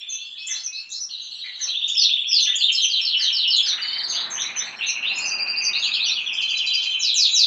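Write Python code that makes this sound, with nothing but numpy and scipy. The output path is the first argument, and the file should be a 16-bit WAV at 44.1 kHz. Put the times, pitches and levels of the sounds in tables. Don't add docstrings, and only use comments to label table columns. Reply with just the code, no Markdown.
import sys
import numpy as np
from scipy import signal
from scipy.fft import rfft, irfft
from scipy.io import wavfile
from scipy.ndimage import uniform_filter1d, map_coordinates

SR = 44100
rng = np.random.default_rng(int(sys.argv[2]) if len(sys.argv) > 2 else 0)


def gain_from_decibels(decibels):
    exponent = np.asarray(decibels, float) / 20
    return 10 ** exponent


def store_pcm(level_fs):
    pcm = np.round(np.clip(level_fs, -1, 1) * 32767).astype(np.int16)
    wavfile.write(sys.argv[1], SR, np.atleast_2d(pcm).T)


N = 328986

# time in seconds, tyre roar level in dB.
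STREET_ROAR = [(0, -70.5), (1.3, -66), (2.2, -65.5), (2.74, -60.5), (3.28, -55.5), (3.5, -55.5),
               (3.95, -48), (4.2, -41), (4.92, -48.5), (5.28, -41.5), (5.77, -46.5), (6.3, -51.5),
               (6.9, -56), (7.46, -59)]
# frequency in Hz, relative density in dB.
RUMBLE_COLOUR = [(53, -46.5), (90, -16.5), (119, -3.5), (194, -2), (231, 1.5), (307, -5), (344, 0.5),
                 (450, -10.5), (580, -34.5), (990, -120)]
ROAR_COLOUR = [(210, -32), (350, -12.5), (435, -13), (574, -9.5), (746, -3.5), (1470, -4.5), (2100, -7.5),
               (2730, -42.5), (4620, -120)]
# peak time in seconds, peak level in dB.
AIR_PUFFS = [(.56, -54), (1.68, -53.5), (2.45, -60.5), (6.922, -64.5)]
# frequency in Hz, relative density in dB.
FAR_BIRD_COLOUR = [(1400, -25), (2200, -20), (3500, -10.5), (5500, -10.5), (7000, -16.5), (7800, -18)]
# time in seconds, level in dB before lift and wing beats.
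WING_RUSTLE = [(3.64, -52), (3.68, -43), (3.8, -40.5), (4.1, -50.5), (4.33, -44.5), (4.55, -40),
               (4.84, -47), (4.95, -64)]
# frequency in Hz, relative density in dB.
WING_COLOUR = [(700, -28), (1100, -12.5), (1800, 1.5), (2600, 1), (4000, -31), (7000, -39.5)]
# frequency in Hz, time to fall 60 dB in seconds.
WALL_DECAY = [(1500, 0.38), (3000, 0.42), (5000, 0.23), (7500, 0.34)]
# start in seconds, length in seconds, start Hz, end Hz, level in dB.
HELD_WHISTLES = [ (.088, .08, 4220, 3970, -49), (.106, .19, 2600, 2770, -43.5),
                 (.37, .2, 2536, 2700, -41.5), (.666, 0.21, 2510, 2683, -40.5),
                 (1.19, 0.036, 3210, 3267, -53), (1.345, 0.032, 5730, 5780, -48),
                 (1.861, 0.039, 5720, 5790, -42), (1.866, 0.05, 4600, 4620, -42),
                 (2.108, 0.039, 4900, 4960, -50), (2.346, 0.022, 6750, 6400, -42),
                 (3.138, 0.04, 2944, 2972, -22), (3.449, 0.054, 2918, 2902, -22.5),
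                 (3.771, .23, 2900, 3145, -34), (4.555, .029, 4160, 4010, -39),
                 (4.65, 0.032, 4400, 4460, -44), (4.75, .07, 4270, 4210, -43),
                 (4.76, 0.04, 5450, 5595, -46), (4.871, .18, 3932, 4106, -41.5),
                 (5.029, 0.045, 2824, 3125, -25), (5.094, 0.043, 3920, 4050, -42.5),
                 (5.127, 0.088, 5030, 5320, -42.5), (5.168, .11, 4230, 4500, -35.5),
                 (5.788, 0.065, 6240, 6800, -39.5), (5.93, 0.033, 4954, 5150, -32.5),
                 (5.927, .033, 6730, 6960, -44.5), (6.415, .063, 4040, 4130, -33.5),
                 (6.545, 0.045, 3998, 4017, -23.5), (6.56, 0.039, 6460, 6660, -41.5),
                 (6.665, .064, 3980, 4010, -26), (6.72, .034, 4765, 4540, -29),
                 (6.769, .11, 4005, 4027, -22.5), (6.898, .06, 4130, 3941, -32.5),
                 (6.991, 0.073, 3980, 3900, -30), (7.102, .09, 3996, 3935, -25.5),
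                 (7.26, 0.075, 6822, 6590, -35), (7.271, .12, 3980, 3885, -24)]
# start in seconds, base pitch in Hz, base level in dB.
CHIP_CALL = ([(0, 1, -6.5), (.015, 1.001, 2), (.03, .98, 7.5), (.042, .87, 5.5)],
              2.795, 4, [(0.487, 6310, -30.5), (0.633, 6150, -30.5), (1.003, 5920, -29),
              (1.605, 6165, -29.5), (1.995, 5864, -28.5), (2.402, 6234, -26.5), (2.815, 6190, -25.5),
              (3.21, 6260, -34), (3.662, 6100, -31), (4.385, 6280, -29), (4.555, 6180, -29.5),
              (4.86, 6220, -29), (5.25, 6200, -30.5), (5.615, 6204, -29.5), (6.053, 5900, -31.5)])
CHEEP_CALL = ([(0, 0.99, -8.5), (.03, 1, 3), (.055, 0.92, -1.5)], 3.7, 4.1, [ (.09, 6423, -27.5),
               (1.205, 6390, -46), (4.08, 6470, -29.5), (4.305, 6394, -28), (6.235, 5960, -46)])
SWOOP_CALL = ([(0, 0.99, -14.5), (.04, .76, 0), (.08, .59, 0.5), (.13, .42, -5)],
               5.45, 3.9, [(6.99, 7170, -22), (7.14, 7580, -17), (7.325, 7557, -16.5)])
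DROP_CALL = ([(0, 0.91, -28), (.03, 0.94, -5.5), (.07, .84, -0.5), (.14, .62, 1.5)],
              8.8, 6.8, [(1.92, 5920.0, -24), (2.263, 6050, -22)])
FLICK_CALL = ([(0, 1, 7.1), (.008, 1.28, 8), (.018, 1.43, 2)], 4.8, 11, [ (.462, 5420, -38),
               (.89, 5340, -48), (.912, 5020, -41), (1.585, 5460, -51.5), (1.875, 5250, -43.5),
               (1.893, 5120, -27), (2.548, 5240, -30.5), (2.716, 5560, -41), (3.558, 5250, -36),
               (4.293, 5520, -49.5), (4.65, 5730, -53.5), (5.15, 5160, -49), (5.175, 5380, -39),
               (5.831, 5050, -36)])
CROAK_CALL = ([(0, 0.93, -0.5), (.03, .93, -2.5), (.08, .8, -20.5)], 10.1, 19, [(0, 2905, -45.5),
               (0.478, 2210, -43.5), (1.436, 2334, -43), (1.588, 2094, -50), (2.465, 2135, -42),
               (3.187, 2100, -44.5), (5.664, 2425, -45)])
# start in seconds, note number, base pitch in Hz, base level in dB.
ROLL_TRILL = ([(0, .88, -5.5), (.012, 1.08, 1.5), (.04, 1.12, -2)], 5, 4, [ (.006, 0, 3200, -39),
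               (.414, 7, 3080, -40.5), (.472, 8, 3150, -36), (.531, 9, 3126, -39), (.591, 10, 3040, -50)])
LIFT_TRILL = ([(0, 1, -12), (.03, 1.12, -3), (.08, 1.18, -4)], 11, 12, [ (.165, 0, 3700, -48),
               (.525, 2, 3700, -36), (.9, 4, 3700, -35)])
TOP_TRILL = ([(0, .88, -12), (.03, .99, -6), (.045, 1, 0), (.095, 1, -3)], 4, 5, [ (.37, 0, 5320, -43),
              (.725, 2, 5240, -40), (.92, 3, 5250, -34)])
DIP_TRILL = ([(0, 1, -8), (.02, .89, 5), (.045, .83, 3), (.065, .8, -3)], 9, 12, [ (1.09, 0, 4750, -42),
              (1.228, 2, 4650, -44), (1.371, 4, 4700, -41), (1.514, 6, 4650, -44.5), (1.657, 8, 4590, -37)])
PURR_TRILL = ([(0, 1, 0), (.007, .82, 1), (.015, .68, 0)], 5, 3, [ (1.087, 0, 3800, -44),
               (1.345, 15, 3800, -43), (1.675, 34, 3800, -45)])
BUBBLE_TRILL = ([(0, 0.93, -1), (.012, 1.28, 0), (.03, 1.37, 1), (.05, 1.42, 1)],
                 5.5, 3, [ (1.674, 0, 2430, -33), (1.738, 1, 2632, -27.5), (2.09, 6, 2575, -24.5),
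                 (2.236, 8, 2500, -30), (2.454, 11, 2600, -23), (2.525, 12, 2450, -27),
                 (2.604, 13, 2627, -22)])
TAP_TRILL = ([(0, 0.98, 2), (.015, .9, 2), (.03, 0.68, -12.5)], 5.2, 4.7, [ (2.678, 0, 3380, -19),
              (2.976, 2, 3420, -23), (3.125, 3, 3450, -21), (3.43, 5, 3480, -24), (3.58, 6, 3600, -20)])
WARBLE_TRILL = ([(0, 1, 0), (.02, 1.06, 2), (.06, 1.11, -10.5)], 3.5, 8.2, [ (2.745, -0.5, 3080, -25.5),
                 (3.055, 5, 2960, -31), (3.195, 7.5, 2886, -28.5), (3.375, 10, 2902, -32),
                 (3.52, 13.5, 2976, -29.5), (3.61, 15, 3070, -32.5)])
LEAD_TRILL = ([(0, 1, 0), (.045, .965, 0)], 1.5, 2.5, [ (2.726, 0, 5440, -26), (2.87, 1, 5450, -45),
               (3.012, 2, 5480, -25), (3.168, 3, 5480, -33), (3.323, 4, 5500, -23), (3.624, 6, 5300, -30)])
FALL_TRILL = ([(0, 1, -12), (.02, .92, -3), (.045, .82, 4), (.085, .69, -3)], 5, 6, [ (2.582, 0, 4950, -24),
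               (2.892, 2, 4950, -24), (3.033, 3, 5100, -22.5), (3.342, 5, 5080, -21.5),
               (3.646, 7, 5000, -22.5)])
RATTLE_TRILL = ([(0, 0.94, -2.5), (.012, .91, 8.5), (.026, .79, 4.5), (.038, .66, 1)],
                 5.5, 5, [ (3.814, 0, 5050, -34.5), (3.97, 3, 5200, -34.5), (4.137, 6, 5190, -32),
                 (4.198, 7, 5060, -39.5)])
CLIMB_TRILL = ([(0, 1, -1.5), (.025, 1.04, -1), (.045, 1.2, 4), (.07, 1.34, 5), (.125, 1.4, -3)],
                7.1, 7, [ (4.124, 0, 2870, -33), (4.35, 1, 2880, -34.5), (4.56, 2, 2980, -37),
                (4.785, 3, 3000, -35.5), (5.02, 4, 3000, -35)])
CHUCK_TRILL = ([(0, 0.97, 11), (.012, .83, 4), (.025, .86, -2.5), (.048, .99, -1)],
                3, 4.4, [ (4.808, 0, 2960, -30), (5.025, 3, 3020, -30), (5.386, 8, 2910, -34),
                (5.747, 13, 2980, -29)])
PIPE_TRILL = ([(0, 1, -16), (.01, 1.19, -7), (.03, 1.21, 1), (.058, 1.2, -4)],
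               .6, 3, [ (5.21, 0, 4125, -23), (5.295, 1, 3950, -21.5), (5.641, 5, 3920, -19)])
RISE_TRILL = ([(0, 1, 5), (.03, 1.17, 4), (.065, 1.37, 1)], 3.9, 4.1, [ (5.729, 0, 3620, -27),
               (5.997, 3, 3500, -29.5), (6.08, 4, 3400, -28.5)])
BOW_TRILL = ([(0, 1, 2), (.03, .79, -3), (.065, .68, -1)], 7.2, 2.76, [ (5.825, 0, 3550, -28.5),
              (6.585, 7, 3550, -27.5), (7.344, 14, 3550, -34.5)])
PEEP_TRILL = ([(0, 1, 2), (.02, 1.001, 2), (.04, .985, -1)], 1.3, 1.2, [ (6.35, 0, 3140, -26.5),
               (6.423, 1, 3090, -23), (6.672, 4, 3120, -27), (6.764, 5, 3110, -22.5),
               (6.928, 7, 3110, -24.5), (6.998, 8, 2980, -33)])
BUZZ_TRILL = ([(0, 1, -10), (.006, 0.76, 4.5), (.015, .63, 8), (.016, 1, -8), (.03, .7, -4)],
               7.1, 10, [ (6.324, 0, 7450, -38.5), (6.568, 3, 7200, -38.5), (6.733, 5, 7270, -34.5),
               (6.9, 7, 7240, -43)])
# frequency in Hz, gain in dB.
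COPY_GAINS = ([(7800, -43.5), (9500, -40), (11000, -34), (11700, -36)], [(11700, -54.5), (13500, -50),
               (15000, -39), (15700, -28)])

CALLS = (CHIP_CALL, CHEEP_CALL, SWOOP_CALL, DROP_CALL, FLICK_CALL, CROAK_CALL)
TRILLS = (ROLL_TRILL, LIFT_TRILL, TOP_TRILL, DIP_TRILL, PURR_TRILL, BUBBLE_TRILL,
          TAP_TRILL, WARBLE_TRILL, LEAD_TRILL, FALL_TRILL, RATTLE_TRILL, CLIMB_TRILL,
          CHUCK_TRILL, PIPE_TRILL, RISE_TRILL, BOW_TRILL, PEEP_TRILL, BUZZ_TRILL)


def unit(x):
    return x / np.sqrt(np.mean(x ** 2) + 1e-20)


def along(points, hz):
    point_hz, value = np.transpose(points)
    return np.interp(np.log(hz + 1), np.log(point_hz + 1), value)


def level_curve(rows):
    s, db = np.transpose(rows)
    return np.interp(np.arange(N) / SR, s, db, left=-120, right=-120)


def wobble(knots_per_s):
    knots = rng.standard_normal(int(N * knots_per_s / SR) + 4)
    return map_coordinates(knots, [np.arange(N) * knots_per_s / SR])


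def patch_field(shape, bins, frames):
    field = uniform_filter1d(rng.standard_normal(shape), size=bins, axis=0)
    return unit(uniform_filter1d(field, size=frames, axis=1))


def rush(colour, patchy_db):
    hz, _, z = signal.stft(rng.standard_normal(N), SR, nperseg=4096)
    below = [(1, -120), (colour[0][0] * .8, -60)]
    above = [(colour[-1][0] * 1.3, -120)]
    colour_db = along(below + list(colour) + above, hz)[:, None]
    gain_db = colour_db + patchy_db * patch_field(z.shape, bins=40, frames=2)
    return unit(signal.istft(z * gain_from_decibels(gain_db), SR, nperseg=4096)[1][:N])


def street():
    roar_db = level_curve(STREET_ROAR)
    over_db = roar_db + 50
    rumble_db = -60.5 + 0.79 * over_db
    hum_db = -75 + 0.48 * over_db + 3 * wobble(2.6)
    roar = gain_from_decibels(roar_db) * rush(ROAR_COLOUR, patchy_db=1.64)
    rumble = gain_from_decibels(rumble_db) * rush(RUMBLE_COLOUR, patchy_db=1.0)
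    hum = gain_from_decibels(hum_db) * rush([(25, -20.5), (56, -16.5), (65, 3), (78, -14.5)], patchy_db=-2.0)
    return roar + rumble + hum


def air_puffs():
    rise_db_per_s, fall_db_per_s = 142.5, 107
    t = np.arange(N) / SR
    swell = np.zeros(N)
    for s, peak_db in AIR_PUFFS:
        swell += gain_from_decibels(peak_db + np.minimum(rise_db_per_s * (t - s), fall_db_per_s * (s - t)))
    return swell * rush(ROAR_COLOUR, patchy_db=4.1)


def far_birds():
    return gain_from_decibels(-55.0 + 0.5 * wobble(1.1)) * rush(FAR_BIRD_COLOUR, patchy_db=9.5)


def wing_rustle():
    beat_hz, beat_peak_s, beat_db, lift_db = 16.9, 4.327, 3, 4.5
    t = np.arange(N) / SR
    beats_db = beat_db * np.cos(2 * np.pi * beat_hz * (t - beat_peak_s))
    return gain_from_decibels(level_curve(WING_RUSTLE) + lift_db + beats_db) * rush(WING_COLOUR, patchy_db=4.0)


def room(x, wet_db):
    hz, t, z = signal.stft(rng.standard_normal(SR // 2), SR, nperseg=128)
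    decay = gain_from_decibels(-60 * t / along(WALL_DECAY, hz)[:, None])
    tail = signal.istft(z * decay, SR, nperseg=128)[1]
    tail *= 1 + 0.56 * np.exp(-np.arange(len(tail)) / (0.02 * SR))
    tail = np.pad(tail / np.linalg.norm(tail), (int(.004 * SR), 0))
    return x[:N] + gain_from_decibels(wet_db) * signal.fftconvolve(x, tail)[:N]


def rough(line, depth_db):
    swing = np.tanh(1.12 * wobble(650) + 0.47 * wobble(220))
    throb = gain_from_decibels(depth_db * 1.45 * swing)
    return line[:N] * unit(throb)


def add_syllable(line, s, shape, hz, db, fade_s):
    at_s, ratio, level_db = np.transpose(shape)
    t = np.arange(int(at_s[-1] * SR)) / SR
    ends = np.clip(np.minimum(t, at_s[-1] - t) / fade_s, 0, 1)
    envelope = gain_from_decibels(db + np.interp(t, at_s, level_db)) * np.sin(ends * np.pi / 2) ** 2
    tone = np.sin(2 * np.pi * np.cumsum(hz * np.interp(t, at_s, ratio)) / SR)
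    line[max(round(s * SR), 0):][:len(t)] += envelope * tone


def whistles():
    line = np.zeros(N + SR)
    for s, length_s, start_hz, end_hz, db in HELD_WHISTLES:
        glide = [(0, 1, 0), (length_s, end_hz / start_hz, 0)]
        add_syllable(line, s, glide, start_hz, db, fade_s=0.011)
    waver = gain_from_decibels(2.2 * wobble(40))
    return room(rough(line, depth_db=2.5) * waver, wet_db=1.5)


def voice(shape, wet_db, throb_db, sung):
    line = np.zeros(N + SR)
    for s, hz, db in sung:
        add_syllable(line, s, shape, hz, db, fade_s=0.0048)
    return room(rough(line, throb_db), wet_db)


def single_calls():
    return sum(voice(*call) for call in CALLS)


def phrase_notes(phrase):
    scatter_share, scatter_db = 0.0038, 0.55
    s, number, hz, db = np.transpose(phrase)
    each = np.arange(round(number[-1]) + 1)
    chance = rng.standard_normal((len(each), 2))
    note_hz = np.interp(each, number, hz) * (1 + scatter_share * chance[:, 0])
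    note_db = np.interp(each, number, db) + scatter_db * chance[:, 1]
    return zip(np.interp(each, number, s), note_hz, note_db)


def trills():
    out = np.zeros(N)
    for shape, wet_db, throb_db, phrase in TRILLS:
        out += voice(shape, wet_db, throb_db, phrase_notes(phrase))
    return out


def treble_side_patches(mid, threshold, side_db):
    hz, _, z = signal.stft(mid, SR, nperseg=1024)
    patches = patch_field(z.shape, bins=48, frames=3) > threshold
    patches = patches * (hz > 4200)[:, None]
    side = signal.istft(z * patches * rng.standard_normal(z.shape), SR, nperseg=1024)[1][:N]
    return gain_from_decibels(side_db) * side


def scene():
    background = street() + air_puffs() + far_birds() + wing_rustle()
    mid = background + whistles() + single_calls() + trills()
    side = treble_side_patches(mid, threshold=1.4, side_db=-3.0)
    return np.array([mid + side, mid - side])


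def band_limit(x):
    return signal.sosfilt(signal.butter(12, 15800, fs=SR, output="sos"), x)


def record(dry):
    shift_hz = 3897.5
    hz, spectrum = np.fft.rfftfreq(N, 1 / SR), rfft(dry)
    shift_bins = round(shift_hz * N / SR)
    kept = spectrum * (hz < 2 * shift_hz)
    octave = kept * (hz > shift_hz)
    copies = 0
    for k, gain in enumerate(COPY_GAINS, start=1):
        copies = copies + np.roll(octave, k * shift_bins, axis=1) * gain_from_decibels(along(gain, hz))
    mix = irfft(kept + copies, N)
    return band_limit(mix)


dry = scene()
out = record(dry)
store_pcm(out)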